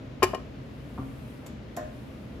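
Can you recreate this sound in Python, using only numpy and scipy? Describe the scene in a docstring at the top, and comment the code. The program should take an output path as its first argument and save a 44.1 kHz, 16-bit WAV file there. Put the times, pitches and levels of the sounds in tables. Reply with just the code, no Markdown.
"""A steel kettle, lid open, clatters onto a wooden counter, rocks back once and settles.
A hand taking the handle bumps the counter, the base drags a little, the lid clicks twice on its
hinge, and the kettle clanks and rings as it is lifted.
Heard close up on a pair of microphones in a small, quiet room, with ventilation,
humming appliances and a faint hiss behind."""
import sys
import numpy as np
from scipy import signal
from scipy.fft import rfft, irfft
from scipy.io import wavfile

SR = 44100
rng = np.random.default_rng(int(sys.argv[2]) if len(sys.argv) > 2 else 0)


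def waveform_to_disk(signal):
    """Save audio, clipped to [-1, 1], as 16-bit WAV at the path in sys.argv[1]."""
    frames = np.transpose(np.atleast_2d(signal))
    scaled = np.clip(frames, -1, 1) * 32767
    samples = np.round(scaled).astype(np.int16)
    wavfile.write(sys.argv[1], SR, samples)


N = 105840
T = np.arange(N) / SR
FREQS = np.maximum(np.arange(N // 2 + 1) * SR / N, 1)

# base meeting the counter: start_s, push_db, brightness_hz, crack_db
BASE_CONTACTS = [(0.2234, 3, 1540, -4.5), (0.2272, -2.5, 5560, -6), (0.2301, 4, 10800, -1.5),
                 (0.2349, -1, 6900, 0.5), (0.2404, -14, 7100, -2), (0.3339, -9, 1000, -22),
                 (0.3368, -2, 750, -3), (0.3467, -12.5, 6250, -13.5), (0.349, -6, 880, -5),
                 (0.3530, -15.5, 4930, -37)]
# modes of the standing kettle: pitch_hz
STANDING_PITCHES = [480, 578, 652, 728, 885, 1061, 1117, 1215, 1670, 1852, 2420, 2895, 2985]
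# their ring, paired in order as far as the pitches go: level_db, t60_s
STANDING_RINGS = [(-14, 0.17), (-8, 0.052), (-15, 0.074), (-1, 0.044), (1, 0.037), (0, 0.091), (-2, 0.058),
                  (-12, 0.1), (-10.5, 0.07), (-6.5, 0.08), (-6, 0.057), (-2, 0.035), (-18, 0.055),
                  (-15, 0.06), (-7, 0.044)]
# clusters of close modes in the thin wall: centre_hz, gain_db, width_hz
WALL_CLUSTERS = [(1820, 9, 76), (2377, 13.5, 135), (2915, 18, 65), (4830, 18, 47), (5690, 14.5, 110),
                 (7280, 10.5, 450)]
# crack of steel on wood: frequency_hz, density_db
CRACK_COLOUR = [(200, -32), (330, 1), (460, 4), (650, 6.5), (950, 4), (2100, -8.5), (3600, -11.5),
                (8000, -14), (11300, -1), (16000, -10)]
# hollow counter under the weight: pitch_hz, level_db, t60_s
KNOCK_MODES = [(53.5, -29.5, 0.72), (94, -13, 0.1), (370.3, -0.5, 0.095), (387.5, -1, 0.059)]
# clatter between the microphones: frequency_hz, left_over_right_db
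CLATTER_PAN = [(380, 2.5), (900, 7.5), (2200, 6.5), (4400, 6), (8000, -1.5)]
# crack common to both microphones: frequency_hz, share (0-1)
CRACK_LIKENESS = [(1000, 0.66), (3000, 0.46), (6000, 0.1), (11000, 0.3)]
CLATTER_LAG_MS, BASE_ROOM_DB = 0.052, -18.5
BODY_DB, CRACK_DB, CRACK_ATTACK_S, CRACK_T60_S = -26, -14, 0.00044, 0.032
SHIMMER_DB, SHIMMER_T60_S = -27.5, 0.37
KNOCK_START_S, KNOCK_DB, KNOCK_SWELL_S = 0.2285, -7, 0.0094

# clanks on lifting: start_s, level_db, brightness_hz
CLANKS = [(1.7715, -10.5, 2600), (1.7743, 0, 1510), (1.81, -2, 497)]
# modes of the hanging kettle: pitch_hz, level_db, t60_s
HANGING_MODES = [(251.3, -4, 0.23), (339.5, -12, 0.43), (509, -6, 0.22), (611, 1.5, 0.33),
                 (691.6, 7.5, 0.1), (1044, -7.5, 0.35), (1620, -14, 0.4), (1850, 7, 0.028)]
# its dense, faint modes: frequency_hz, density_db
HAZE_COLOUR = [(300, -4), (700, 3), (1800, 8), (2400, -27), (7000, -28), (16000, -30)]
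CLANK_DB, HAZE_DB, HAZE_T60_S = -36, -46, 0.37

# hand against the counter: start_s, level_db, brightness_hz
BUMPS = [(0.978, -5, 1290), (0.9835, 2, 1000), (0.9888, 10, 420), (1.009, 8.5, 129)]
# modes of the bumped counter: pitch_hz, level_db, t60_s
COUNTER_MODES = [(129, -2, 0.2), (268.2, 2, 0.25), (398, -5, 0.05), (763, -9.5, 0.13), (945, -27, 0.32),
                 (1033, 2, 0.12), (1168, 5, 0.11), (1380, -11, 0.13)]
BUMP_DB = -37.5

# hinge clicks, the first two heard as one: start_s, level_db, t60_s
CLICKS = [(1.459, -62, 0.053), (1.4635, -45, 0.081), (1.7656, -39.5, 0.086)]
# bright hinge click, with a dip near 9.5 kHz that is not the lid's own: frequency_hz, density_db
CLICK_COLOUR = [(1000, 6), (4300, -2), (5800, 0), (9500, -7.5), (12000, 3.5), (16000, -20)]
# clusters of close modes in the lid: centre_hz, gain_db, width_hz
LID_CLUSTERS = [(5580, 8.3, 41), (6040, 6.8, 91), (6900, 11.4, 340), (7820, 11.3, 430)]

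# base rubbing on wood: frequency_hz, density_db
SCRAPE_COLOUR = [(250, -6), (650, 20), (1500, -23), (2600, -13), (7000, -50)]
SCRAPE_PEAK_S, SCRAPE_HALF_LENGTH_S, SCRAPE_DB = 1.447, 0.039, -52.5
SLIPS_PER_S, SLIP_T60_S, SLIP_BRIGHTNESS_HZ = 700, 0.022, 3000

# ventilation: frequency_hz, density_db
AIR_COLOUR = [(30, -17), (45, -8), (65, -1.5), (93, -9), (108, -8), (128, -3), (185, -11.5), (206, -5),
              (260, -6.5), (351, -15.5), (654, -16.5), (712, -23.5), (2630, -32), (7500, -47.5),
              (12000, -114)]
# ventilation common to both microphones: frequency_hz, share (0-1)
AIR_LIKENESS = [(100, 0.98), (220, 0.83), (450, 0.59), (900, 0.013), (8000, 0.3)]
# its balance: frequency_hz, left_over_right_db
AIR_PAN = [(200, 0.95), (1500, 1), (3200, 5.5), (10000, 1)]
AIR_DB, AIR_TOP_HZ = -41.5, 7250
# appliance hum: pitch_hz, level_db
HUM_TONES = [(70, -90), (124, -50), (264, -54.5)]
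# rise and fall of the hiss: time_s, level_db
HISS_LEVELS = [(0, -72), (.55, -71), (1.0, -62), (1.32, -60.5), (1.6, -73.5), (1.97, -63), (2.4, -67.5)]
# spectrum of the hiss: frequency_hz, density_db
HISS_COLOUR = [(2500, 20.5), (5000, 3.5), (7200, 11), (12000, 15), (16000, 2)]

# decay of the room: frequency_hz, t60_s
ROOM_DECAY = [(150, 1), (1000, 0.33), (12000, 0.45)]
# colour of its echoes: frequency_hz, gain_db
ROOM_COLOUR = [(100, -8.5), (1200, 7), (4000, 5.5), (14000, -10)]
ROOM_ONSET_S = 0.0056
LOW_CUT_HZ, TOP_HZ, HEADROOM = 44, 15900, 0.62


def base_clatter():
    """Each contact cracks and rings the steel body; the weight lands with a hollow knock."""
    modes = [(hz, db, t60) for hz, (db, t60) in zip(STANDING_PITCHES, STANDING_RINGS)]
    body = undb(BODY_DB) * convolve(blows(BASE_CONTACTS), ring(modes))
    attack = 1 - np.exp(-T / CRACK_ATTACK_S)
    decay = fade(CRACK_T60_S) + undb(SHIMMER_DB) * fade(SHIMMER_T60_S)
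    wall = noise_pair(CRACK_COLOUR, across(CRACK_LIKENESS), clusters(WALL_CLUSTERS))
    cracks = 0
    for start, _, brightness_hz, db in BASE_CONTACTS:
        grain = np.roll(wall, rng.integers(N), axis=1)  # no two cracks alike
        cracks += undb(CRACK_DB + db) * at(dull(grain, brightness_hz) * attack * decay, start)
    hollow = ring(KNOCK_MODES) * (1 - np.exp(-T / KNOCK_SWELL_S))
    knock = undb(KNOCK_DB) * at(hollow, KNOCK_START_S)
    return at_microphones(body + cracks + knock, BASE_ROOM_DB, across(CLATTER_PAN), CLATTER_LAG_MS)


def lift_clank():
    """The lid falls against its stop and the lifted kettle rings freely, with a haze of dense modes."""
    tones = undb(CLANK_DB) * convolve(blows(CLANKS), ring(HANGING_MODES))
    haze = undb(HAZE_DB) * noise(HAZE_COLOUR) * fade(HAZE_T60_S)
    return at_microphones(tones + at(haze, start=CLANKS[0][0]), room_db=-9, lag_ms=-0.13)


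def hand_bump():
    """Soft knocks of the hand ring the counter, midway between the microphones."""
    thud = undb(BUMP_DB) * convolve(blows(BUMPS), ring(COUNTER_MODES))
    return at_microphones(thud, room_db=-8)


def lid_clicks():
    """The loose lid shifts on its hinge with short, bright clicks."""
    clicks = 0
    for start, db, t60 in CLICKS:
        grain = noise_pair(CLICK_COLOUR, likeness=0.43, gain=clusters(LID_CLUSTERS))
        clicks += at(undb(db) * grain * fade(t60), start)
    return at_microphones(clicks, room_db=-6)


def base_scrape():
    """The base drags briefly as the hand tilts the kettle: tiny slips in quick, uneven succession."""
    slips = (rng.random(N) < SLIPS_PER_S / SR) * rng.standard_normal(N)
    rub = convolve(dull(slips, SLIP_BRIGHTNESS_HZ), noise(SCRAPE_COLOUR) * fade(SLIP_T60_S))
    swell = undb(SCRAPE_DB) * np.exp(-((T - SCRAPE_PEAK_S) / SCRAPE_HALF_LENGTH_S) ** 2)
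    return at_microphones(rub / rub.std() * swell, BASE_ROOM_DB)


def room_tone():
    """Behind the kettle: ventilation rumble, appliance hum and a hiss that slowly rises and falls."""
    air = dull(noise_pair(AIR_COLOUR, across(AIR_LIKENESS)), AIR_TOP_HZ)
    balance = undb(np.outer([1, -1], across(AIR_PAN)) / 2)
    air = irfft(rfft(air) * balance, N)
    hum = sum(np.sqrt(2) * undb(db) * np.sin(2 * np.pi * (hz * T + rng.random())) for hz, db in HUM_TONES)
    hiss_db = np.interp(T, *np.array(HISS_LEVELS).T)
    hiss = undb(hiss_db) * np.array([noise(HISS_COLOUR) for _ in range(2)])
    return undb(AIR_DB) * air + hum + hiss


def room_echoes():
    """Diffuse response of the small room, dying away octave by octave."""
    spectrum = rfft(rng.standard_normal(N)) * undb(across(ROOM_COLOUR))
    tail = 0
    for hz in 62.5 * 2 ** np.arange(9):
        octave = np.clip(1 - abs(np.log2(FREQS / hz)), 0, 1)
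        tail += irfft(spectrum * octave, N) * fade(across(ROOM_DECAY, hz))
    tail *= 1 - np.exp(-(T / ROOM_ONSET_S) ** 2)
    return tail / np.sqrt(np.sum(tail ** 2))


def at_microphones(x, room_db, pan_db=0, lag_ms=0):
    """Direct sound plus the room; positive pan and lag make the left side louder and earlier."""
    left, right = np.broadcast_to(x, (2, N))
    delay = np.exp(-2j * np.pi * FREQS * lag_ms / 1000)
    direct = irfft([rfft(left) * undb(pan_db / 2), rfft(right) * delay * undb(-pan_db / 2)], N)
    echoes = np.array([convolve(side, room_echoes()) for side in (left, right)])
    return direct + undb(room_db) * echoes


def blows(contacts):
    """One push per contact; a softer contact is longer and duller."""
    impulse = signal.unit_impulse(N) + 1e-18
    return sum(undb(db) * at(dull(impulse, hz), start) for start, db, hz, *_ in contacts)


def ring(modes):
    """Decaying sines of a struck object."""
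    return sum(undb(db) * np.sin(2 * np.pi * hz * T) * fade(t60) for hz, db, t60 in modes)


def clusters(peaks):
    """Gain over frequency of groups of close modes."""
    return 1 + sum((undb(db) - 1) * np.exp(-((FREQS - hz) / width) ** 2) for hz, db, width in peaks)


def noise(colour):
    """Noise of rms 1 with the given spectral shape."""
    x = irfft(rfft(rng.standard_normal(N)) * undb(across(colour)), N)
    return x / x.std()


def noise_pair(colour, likeness, gain=1):
    """Left and right noise of rms 1 that share part of their sound."""
    share = np.clip(likeness, 0, 1)
    common = rfft(noise(colour)) * np.sqrt(share)
    separate = rfft([noise(colour) for _ in range(2)]) * np.sqrt(1 - share)
    x = irfft((common + separate) * gain, N)
    return x / x.std()


def dull(x, hz):
    """Second-order low-pass."""
    return signal.lfilter(*signal.butter(2, min(hz, SR / 2 - SR / 20), fs=SR), x)


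def fade(t60):
    """Exponential decay, 60 dB down after t60 seconds."""
    return np.exp(-np.log(1000) * T / max(t60, 1 / SR))


def convolve(x, response):
    """Pass a sound through a response."""
    return signal.fftconvolve(x, response)[:N]


def at(x, start):
    """Start a sound at the given second."""
    return np.roll(x, int(start * SR), axis=-1) * (T >= start)


def across(points, hz=FREQS):
    """Read (frequency_hz, value) points on a log-frequency axis."""
    point_hz, value = np.array(points, float).T
    return np.interp(np.log(hz), np.log(point_hz), value)


def undb(db):
    """Decibels to gain."""
    return 10 ** (np.asarray(db) / 20)


def scene():
    """The kettle at the counter, with the room behind it."""
    return base_clatter() + hand_bump() + base_scrape() + lid_clicks() + lift_clank() + room_tone()


def record(dry):
    """The recorder cuts the deepest bass, rounds the highest peaks and cuts the top."""
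    low_cut = signal.sosfilt(signal.butter(5, LOW_CUT_HZ, "high", fs=SR, output="sos"), dry)
    rounded = low_cut / (1 + (low_cut / HEADROOM) ** 4) ** .25
    return signal.sosfilt(signal.ellip(10, .2, 80, TOP_HZ, fs=SR, output="sos"), rounded)


dry = scene()
out = record(dry)
waveform_to_disk(out)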